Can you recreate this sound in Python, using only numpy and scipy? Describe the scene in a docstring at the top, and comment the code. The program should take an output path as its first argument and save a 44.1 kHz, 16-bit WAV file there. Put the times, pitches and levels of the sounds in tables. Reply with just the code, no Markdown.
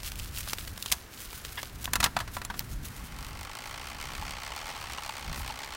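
"""In a wood, a man walks round a pickup: dry leaves crackle and twigs snap under his feet.
He frees the catch of a hard-shell roof tent and pushes a steel crank into its socket, so that the
steel rings and the hollow shell knocks. His sleeves brush as he winds the lid up: a pawl (a small
sprung finger) ticks over the teeth of the ratchet wheel, and the gears knock.
A light breeze rumbles on the microphone over the hush of the trees."""
import sys
import numpy as np
from scipy import signal
from scipy.fft import rfft, irfft, next_fast_len
from scipy.io import wavfile
from scipy.ndimage import map_coordinates

SR = 44100
rng = np.random.default_rng(int(sys.argv[2]) if len(sys.argv) > 2 else 0)


def put_to_file(sound):
    """Save the sound as 16-bit audio at rate SR, in the file named by the first command-line argument."""
    columns = np.atleast_2d(sound).T  # one column per channel
    safe = np.clip(columns, -1, 1)
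    whole_steps = np.round(safe * 32767)
    wavfile.write(sys.argv[1], SR, whole_steps.astype(np.int16))


N = 254016

# tone of the rattling winch (pitch [Hz], level [dB])
WINCH_TONE = [(240, -45), (400, -17), (595, -8.5), (847, -6.5), (1490, -15), (2120, -9), (3850, -13.5),
              (4490, -13), (8280, -20), (9790, -30), (15500, -37)]


def amp(db):
    """Turn decibels into a number to multiply by."""
    return 10 ** (np.asarray(db) / 20)


def unit(x):
    """Scale a sound to an average strength (rms) of 1."""
    return x / np.sqrt(np.mean(x ** 2) + 1e-20)


def curve(points):
    """Join (time [s], value) points with straight lines, one value per sample."""
    times, values = np.transpose(points)
    return np.interp(np.arange(N) / SR, times, values)


def wobble(rate):
    """A smooth curve through `rate` random values a second."""
    return map_coordinates(rng.standard_normal(int(N * rate / SR) + 4), [np.arange(N) * rate / SR])


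def filtered(x, response):
    """Multiply each frequency in a sound by response(frequency)."""
    size = next_fast_len(len(x) + SR // 10)
    return irfft(rfft(x, size) * response(np.fft.rfftfreq(size, 1 / SR)), size)[:len(x)]


def coloured(x, tone):
    """Shape a sound's bass and treble by (pitch [Hz], level [dB]) points."""
    pitches, db = np.transpose(tone)
    return filtered(x, lambda hz: amp(np.interp(np.log(hz + 1), np.log(pitches + 1), db)))


def resonate(x, notes):
    """Pass a sound through an object that rings at (pitch [Hz], width [Hz], level [dB])."""
    return filtered(x, lambda f: sum((-1) ** k * amp(db) * 1j * f * width
                                     / (hz * hz - f * f + 1j * f * width)
                                     for k, (hz, width, db) in enumerate(notes)))


def noise(tone, size=N):
    """Smooth noise with the given tone."""
    return unit(coloured(rng.standard_normal(size), tone))


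def gritty(tone, size, grit_db):
    """Rough noise made of tiny contacts of uneven size."""
    sizes = amp(grit_db * np.clip(rng.standard_normal(size), -2, 2))
    return unit(coloured(rng.standard_normal(size) * sizes, tone))


def fade(t, attack, t60):
    """Rise quickly to 1, then die away; t60 is the fade time, the seconds taken to drop 60 dB."""
    shape = (1 - np.exp(-t / attack)) * amp(-60 * t / t60)
    return shape / shape.max()


def burst(x, shape):
    """Give noise a loudness shape, and exactly the energy of that shape."""
    return unit(x * shape) * np.sqrt(np.mean(shape ** 2))


def ringing(notes, t, spread_db):
    """The fading notes of struck metal, at new strengths for every blow."""
    return sum(amp(db + spread_db * rng.standard_normal() - 60 * t / t60)
               * np.sin(2 * np.pi * (hz * t + rng.random())) for hz, db, t60 in notes)


def add(track, start, sound):
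    """Mix a sound into the track at `start` seconds."""
    room = track[max(round(start * SR), 0):][:len(sound)]
    room += sound[:len(room)]


def passes(position):
    """The samples at which a rising position passes a whole number."""
    return np.flatnonzero(np.diff(np.floor(position)))


def breeze(rumble_db=-1, flutter_db=-8.5, hush_db=-52):
    """Lumpy wind on the microphone over the steady hush of the trees."""
    # strength of the wind (time [s], level [dB])
    wind = [(0, -46), (0.3, -42.5), (0.78, -45), (1.1, -52.5), (1.33, -46), (1.62, -47.5), (2.0, -37),
            (2.45, -46.5), (2.65, -39), (3.37, -43.5), (3.5, -51), (3.9, -45.5), (4.2, -41), (4.45, -49.5),
            (4.95, -48.5), (5.19, -52), (5.31, -36.5), (5.76, -56.5)]
    # hush of the trees (pitch [Hz], level [dB])
    hush_tone = [(100, -17), (250, 2.5), (500, -3), (900, -3.5), (1500, -1.5), (3000, -10.5), (6000, -14.5),
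                 (10000, -21.5), (16000, -26)]
    wind_db = curve(wind)
    gust_db = wind_db - wind_db.mean()
    rumble = amp(rumble_db + 0.95 * gust_db + 2.6 * wobble(14))
    rumble *= noise([(10, -20), (22, -3), (75, -2), (110, -10.5), (170, -35), (400, -94)])
    flutter = amp(flutter_db + 1.22 * gust_db)  # grows faster than the rumble: gusts are brighter
    flutter *= noise([(70, -43), (115, -0.5), (190, -7), (300, -15), (500, -31.5), (1200, -45)])
    return amp(wind_db.mean()) * (rumble + flutter) + amp(hush_db) * noise(hush_tone)


def sweeps(sole_db=-4, swell_s=0.014, settle_s=0.029):
    """Loudness of the rustle: each heel, sole and sleeve swells quickly and settles more slowly."""
    # steps in the leaves (time [s], heel level [dB], wait until the sole lands [s])
    steps = [(0.06, -30.5, 0.13), (0.379, -24.5, 0.11), (0.6, -36, 0.084), (0.81, -37.5, 0.072),
             (1.21, -30.5, 0.14), (1.454, -36.5, 0.072), (1.655, -43, 0.1005)]
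    # sleeves brushing as the arms work (time [s], level [dB])
    sleeves = [(1.82, -36), (2.345, -31), (2.58, -36.5), (2.72, -39), (2.855, -30.5), (2.965, -38.5),
               (3.05, -39.5), (3.29, -54), (3.44, -48), (5.39, -32.5)]
    heels = [(start, db) for start, db, wait in steps]
    soles = [(start + wait, db + sole_db) for start, db, wait in steps]
    now = np.arange(N) / SR
    return sum(amp(db) * np.exp(-np.abs(now - peak) / np.where(now < peak, swell_s, settle_s))
               for peak, db in heels + soles + list(sleeves))


def rustle(grains_per_s=1500, stalks_per_s=60, crackle_db=-12, brush_db=-13.5, stalk_db=-18.5):
    """Leaves brush and crackle and stalks break underfoot; once he stands still, his clothes rustle."""
    # tone of dry leaves, also used for the cloth (pitch [Hz], level [dB])
    leaf_tone = [(530, -62), (900, -9), (1430, 1.5), (1590, 0), (1730, -2.5), (2150, 1), (15500, -0.5)]
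    walking = np.arange(N) / SR < 1.7
    sizes = amp(4.5 * np.minimum(rng.exponential(size=N), 3.5))
    grains = (rng.random(N) < grains_per_s / SR) * rng.choice([-1, 1], N) * sizes
    crackle = amp(crackle_db) * unit(coloured(grains, leaf_tone))
    breaks = (rng.random(N) < stalks_per_s / SR) * rng.uniform(-0.73, 1, N)
    stalks = amp(stalk_db) * walking * unit(resonate(breaks, [(2800, 700, 0), (4600, 1500, -2)]))
    shuffle = amp(np.where(walking, -42, -49) + 3 * wobble(19.52))  # leaves and cloth never quite rest
    loudness = (sweeps() + shuffle) * amp(2 * wobble(150))  # the leaves give way in clumps
    brush = amp(brush_db) * noise(leaf_tone)
    return loudness * (crackle + brush + stalks)


def twig_snaps(gain_db=-8):
    """Twigs break underfoot with a short, gritty crack; a thick twig has more body."""
    # breaking twigs (time [s], level [dB], body [dB])
    snaps = [(0.032, -24, -22), (0.118, -22.5, -19), (0.156, -28, -30), (0.197, -22.5, -30),
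             (0.475, -25, 6), (0.487, -26.5, -26), (0.532, -13, -11.5), (0.584, -21.5, -7),
             (0.676, -24.5, -15), (0.776, -24, -17), (0.825, -17.5, -45), (0.86, -18, -18.5),
             (1.329, -27.5, -3), (1.449, -22, -16), (1.63, -19.5, -8)]
    out, t = np.zeros(N), np.arange(SR // 10) / SR
    for start, db, body_db in snaps:
        tone = [(150, -29), (500, body_db), (1200, body_db + 2.5),
                (3500, -10.5), (10000, -20.5), (16000, -19.5)]
        crack = burst(gritty(tone, len(t), grit_db=7), fade(t, attack=0.00046, t60=0.014))
        add(out, start, amp(db + gain_db) * crack)
    return out


def clanks(gain_db=-9, ring_db=-9, slide_db=-17, slide_s=0.0028):
    """Catch and crank slide in, scrape, knock the hollow shell and leave the steel ringing."""
    # blows on the shell (time [s], level [dB], amount of knock [dB], fade time of the scrape [s])
    blows = [(0.9165, -11.5, -16, 0.035), (0.925, -18.5, -12, 0.057), (1.842, -22.5, -16.5, 0.043),
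             (1.876, -40.5, 12.5, 0.019), (1.934, -11.5, -12, 0.017), (1.955, -12.5, -8.5, 0.031),
             (2.002, -14.5, -9, 0.036), (2.028, -16.5, -4, 0.063), (2.04, -8.5, -11, 0.042),
             (2.059, -19, -1, 0.037), (2.166, -17.5, 2, 0.025), (2.188, -24.5, -4.5, 0.021),
             (2.202, -24.5, -2, 0.058), (2.276, -33.5, -4, 0.047), (2.367, -25.5, 3.5, 0.012),
             (2.416, -27.5, -3, 0.022), (2.449, -20.5, -14, 0.015), (2.5, -29, 4, 0.041),
             (2.54, -34.5, 0, 0.045), (2.602, -32, -4, 0.035)]
    # notes of the crank and the shell that holds it (pitch [Hz], level [dB], fade time [s])
    steel_notes = [(208, -5, .2), (693, -3, .1), (990, 3, .095), (1115, 0, .08), (1365, 0, .1),
                   (1735, -2, .07), (1950, -1, .075), (2610, -2, .07), (2830, -7, .09), (3465, -2, .07),
                   (4210, -3, .06), (7430, -1, .04), (10380, -4, .05)]
    knock_tone = [(100, -1.5), (380, -19), (700, -4), (1150, -0.5), (1800, -3.5), (3200, -30)]
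    out, t = np.zeros(N), np.arange(SR // 4) / SR
    for start, db, knock_db, t60 in blows:
        bright_db = -14 - 0.96 * knock_db  # a glancing blow is bright, a square one knocks
        tone = [(900, -14), (2200, 5.5), (4000, 3.5), (9000, bright_db + 4.5), (16000, bright_db - 1.5)]
        scrape = gritty(tone, len(t), grit_db=1.5)
        knock = amp(knock_db) * noise(knock_tone, len(t))
        knock_shape = amp(3) * fade(t, 0.00083, 1.45 * t60)
        shell_shape = amp(-20) * fade(t, 0.0045, 0.076)
        body = amp(knock_db) * burst(knock, knock_shape + shell_shape)
        # a dull blow wakes the low notes, a bright one the high notes
        struck = [(hz, level + np.interp(hz, [1500, 4000, 9000], [knock_db, -3, bright_db + 4]), life)
                  for hz, level, life in steel_notes]
        ring = amp(ring_db) * ringing(struck, t, spread_db=1.5) * (1 - np.exp(-t / 0.00094))
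        add(out, start, amp(db + gain_db) * (burst(scrape, fade(t, 0.0012, t60)) + body + ring))
        # the parts rub for a few milliseconds before the blow lands
        slide = (scrape + knock) * np.exp((t - t[-1]) / slide_s)
        add(out, start - t[-1], amp(db + gain_db + slide_db) * slide)
    return out


def steel_ticks(gain_db=3):
    """Steel meets steel in a hard, dry tick as the catch or the crank snaps home."""
    # parts snapping home (time [s], level [dB])
    ticks = [(0.9224, -7.5), (1.8546, -15.5), (1.933, -10.5), (2.0406, -6.5), (2.5918, -13.5)]
    out, t = np.zeros(N), np.arange(SR // 50) / SR
    for start, db in ticks:
        crack = noise([(800, -19), (3500, 1), (9000, -6.5), (16000, -3.5)], len(t))
        crack *= fade(t, attack=0.0001, t60=0.0054)
        add(out, start + 0.0015, amp(db + gain_db) * crack / np.abs(crack).max())
    return out


def crank_clink(start=1.573, db=-32.5):
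    """The crank drags briefly on the tailgate as it is picked up."""
    # notes of the dragged crank (pitch [Hz], width [Hz], level [dB])
    crank_notes = [(890, 250, -10), (1610, 90, -2), (1750, 130, -0.5), (2120, 90, -3), (2780, 180, -10),
                   (3330, 110, -5.5), (3730, 130, -16), (5130, 250, -18)]
    out, t = np.zeros(N), np.arange(SR // 8) / SR
    drag = resonate(rng.standard_normal(len(t)), crank_notes)
    add(out, start, amp(db) * burst(drag, fade(t, attack=0.025, t60=0.053)))
    return out


def shaft_squeak(start=2.71, length_s=0.04, hz=6600, width_hz=400, db=-55):
    """The dry shaft squeaks thinly as it begins to turn."""
    out, size = np.zeros(N), round(length_s * SR)
    whistle = filtered(rng.standard_normal(size), lambda f: np.exp(-((f - hz) / width_hz) ** 2))
    add(out, start, amp(db) * unit(whistle) * signal.windows.tukey(size))
    return out


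def wheel(start=3.1, teeth=9, start_turns=0.32):
    """Speed [teeth per s] and angle [turns] of the ratchet wheel, for every sample."""
    # pace of the winding (time [s], speed [teeth per s])
    pace = [(3.1, 49.0), (3.4, 49.0), (3.85, 63.6), (4.4, 64.7), (4.72, 81.8), (5.0, 69.7), (5.3, 59.0),
            (5.76, 70.6)]
    speed = curve(pace) * (np.arange(N) / SR > start)
    return speed, start_turns + np.cumsum(speed) / SR / teeth


def ratchet(rattle_db=-3, housing_db=-2, pawl_db=-53, click_db=-59, rub_db=-52):
    """The gears rub; the pawl ticks as it drops off each tooth, and the housing rings and rattles."""
    # how hard the winch works (time [s], level [dB])
    load = [(3.1, -51.5), (3.7, -43.5), (4.05, -44.5), (4.2, -42.5), (5.1, -43), (5.76, -44)]
    # notes of the winch housing (pitch [Hz], width [Hz], level [dB])
    housing_notes = [(828, 110, 5.5), (1114, 102, 7), (1330, 230, 3.5), (2130, 370, 2), (2554, 230, 1),
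                     (3100, 230, -0.5), (3530, 82, -3), (4190, 400, -7), (4620, 170, -3.5),
                     (5520, 780, -11)]
    # notes of the pawl (pitch [Hz], width [Hz], level [dB])
    pawl_notes = [(4500, 2500, -3), (7280, 250, 0), (8350, 750, 0), (12400, 420, -3), (15100, 700, -9)]
    speed, turns = wheel()
    sway = np.cos(2 * np.pi * turns)  # the wheel is off centre: faster and harder once a turn
    uneven_speed = speed * (1 + 0.09 * sway + 0.08 * wobble(50))
    teeth = passes(np.cumsum(uneven_speed) / SR)
    drops, shake = np.zeros((2, N))
    t = np.arange(SR // 20) / SR
    for i, (force, edge) in zip(teeth, np.clip(rng.standard_normal((len(teeth), 2)), -2, 1)):
        blow = amp(2 * force + 0.95 * sway[i])
        skim_db = -np.log2(speed[i] / speed.max())  # at speed the pawl skims and lands more softly
        drops[i] = blow * amp(2.8 * edge + 2 * sway[i] + skim_db)
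        scrape = blow * fade(t, attack=0.0019, t60=0.031)
        add(shake, i / SR - 0.001, scrape ** 2)  # the tooth scrapes just before the drop

    def at_level(db, x):
        """Set a sound's average level, counted from the first tooth on."""
        return amp(db) * x / np.std(x[teeth[0]:])

    rattle = at_level(rattle_db, np.sqrt(shake) * noise(WINCH_TONE))
    housing = at_level(housing_db, resonate(np.sqrt(shake) * rng.standard_normal(N), housing_notes))
    pawl = at_level(pawl_db, resonate(drops, pawl_notes))  # driven by its spring, whatever the load
    click_tone = [(800, -28), (2500, 3), (6000, -1.5), (10000, -29), (15500, -1)]
    click = at_level(click_db, coloured(drops, click_tone))
    rub_rise = curve([(2.8, 0), (2.98, 1)])  # the gears rub before the pawl catches
    rub = amp(rub_db) * rub_rise * unit(resonate(rng.standard_normal(N), housing_notes))
    return amp(curve(load)) * (rattle + housing) + rub + pawl + click


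def gear_knocks(gain_db=-3, crack_db=-5, light_db=-39):
    """Once a turn the gears take up their slack with a hollow knock, sometimes light, sometimes heavy."""
    # the heavy knocks (time [s], level [dB])
    heavy = [(3.815, -35), (4.224, -29), (4.519, -28), (4.758, -28), (4.983, -26), (5.093, -24), (5.5, -30),
             (5.636, -28)]
    # notes of the gears (pitch [Hz], level [dB], fade time [s])
    gear_notes = [(822, -14, 0.096), (877, -1.5, 0.038), (1073, -5, 0.028), (1290, -5, 0.032),
                  (2040, -15, 0.014), (2820, -3.5, 0.019)]
    out, t = np.zeros(N), np.arange(SR // 10) / SR
    _, turns = wheel()
    heavy_turns = [int(turns[round(start * SR)]) for start, db in heavy]
    light = [(i / SR, light_db + 1.2 * rng.standard_normal())
             for i in passes(turns + 0.5) if int(turns[i]) not in heavy_turns]
    for start, db in list(heavy) + light[1:]:  # no first knock: the gears have yet to mesh
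        ring = ringing(gear_notes, t, spread_db=4.5) * (1 - np.exp(-t / 0.00063))
        crack = amp(crack_db) * burst(noise(WINCH_TONE, len(t)), fade(t, attack=0.00025, t60=0.014))
        add(out, start, amp(db + gain_db) * (ring + crack))
    return out


def with_echo(x, echo_db=-24, t60=0.37):
    """A faint scatter of sound comes back from the truck and the tree trunks."""
    t = np.arange(SR // 2) / SR
    tail = noise([(200, -11), (1200, -17), (5000, -14), (16000, -13)], len(t)) * fade(t, 0.0034, t60)
    return x + amp(echo_db) * signal.fftconvolve(x, tail / np.linalg.norm(tail))[:N]


def scene():
    """The man's work, its echo and the breeze, in one channel."""
    work = rustle() + twig_snaps() + crank_clink() + clanks() + steel_ticks()
    work += ratchet() + gear_knocks() + shaft_squeak()
    return (with_echo(work) + breeze())[None]


def record(dry, top_hz=15900):
    """Cut off the very highest treble."""
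    return np.array([filtered(x, lambda hz: hz < top_hz) for x in dry])


dry = scene()
out = record(dry)
put_to_file(out)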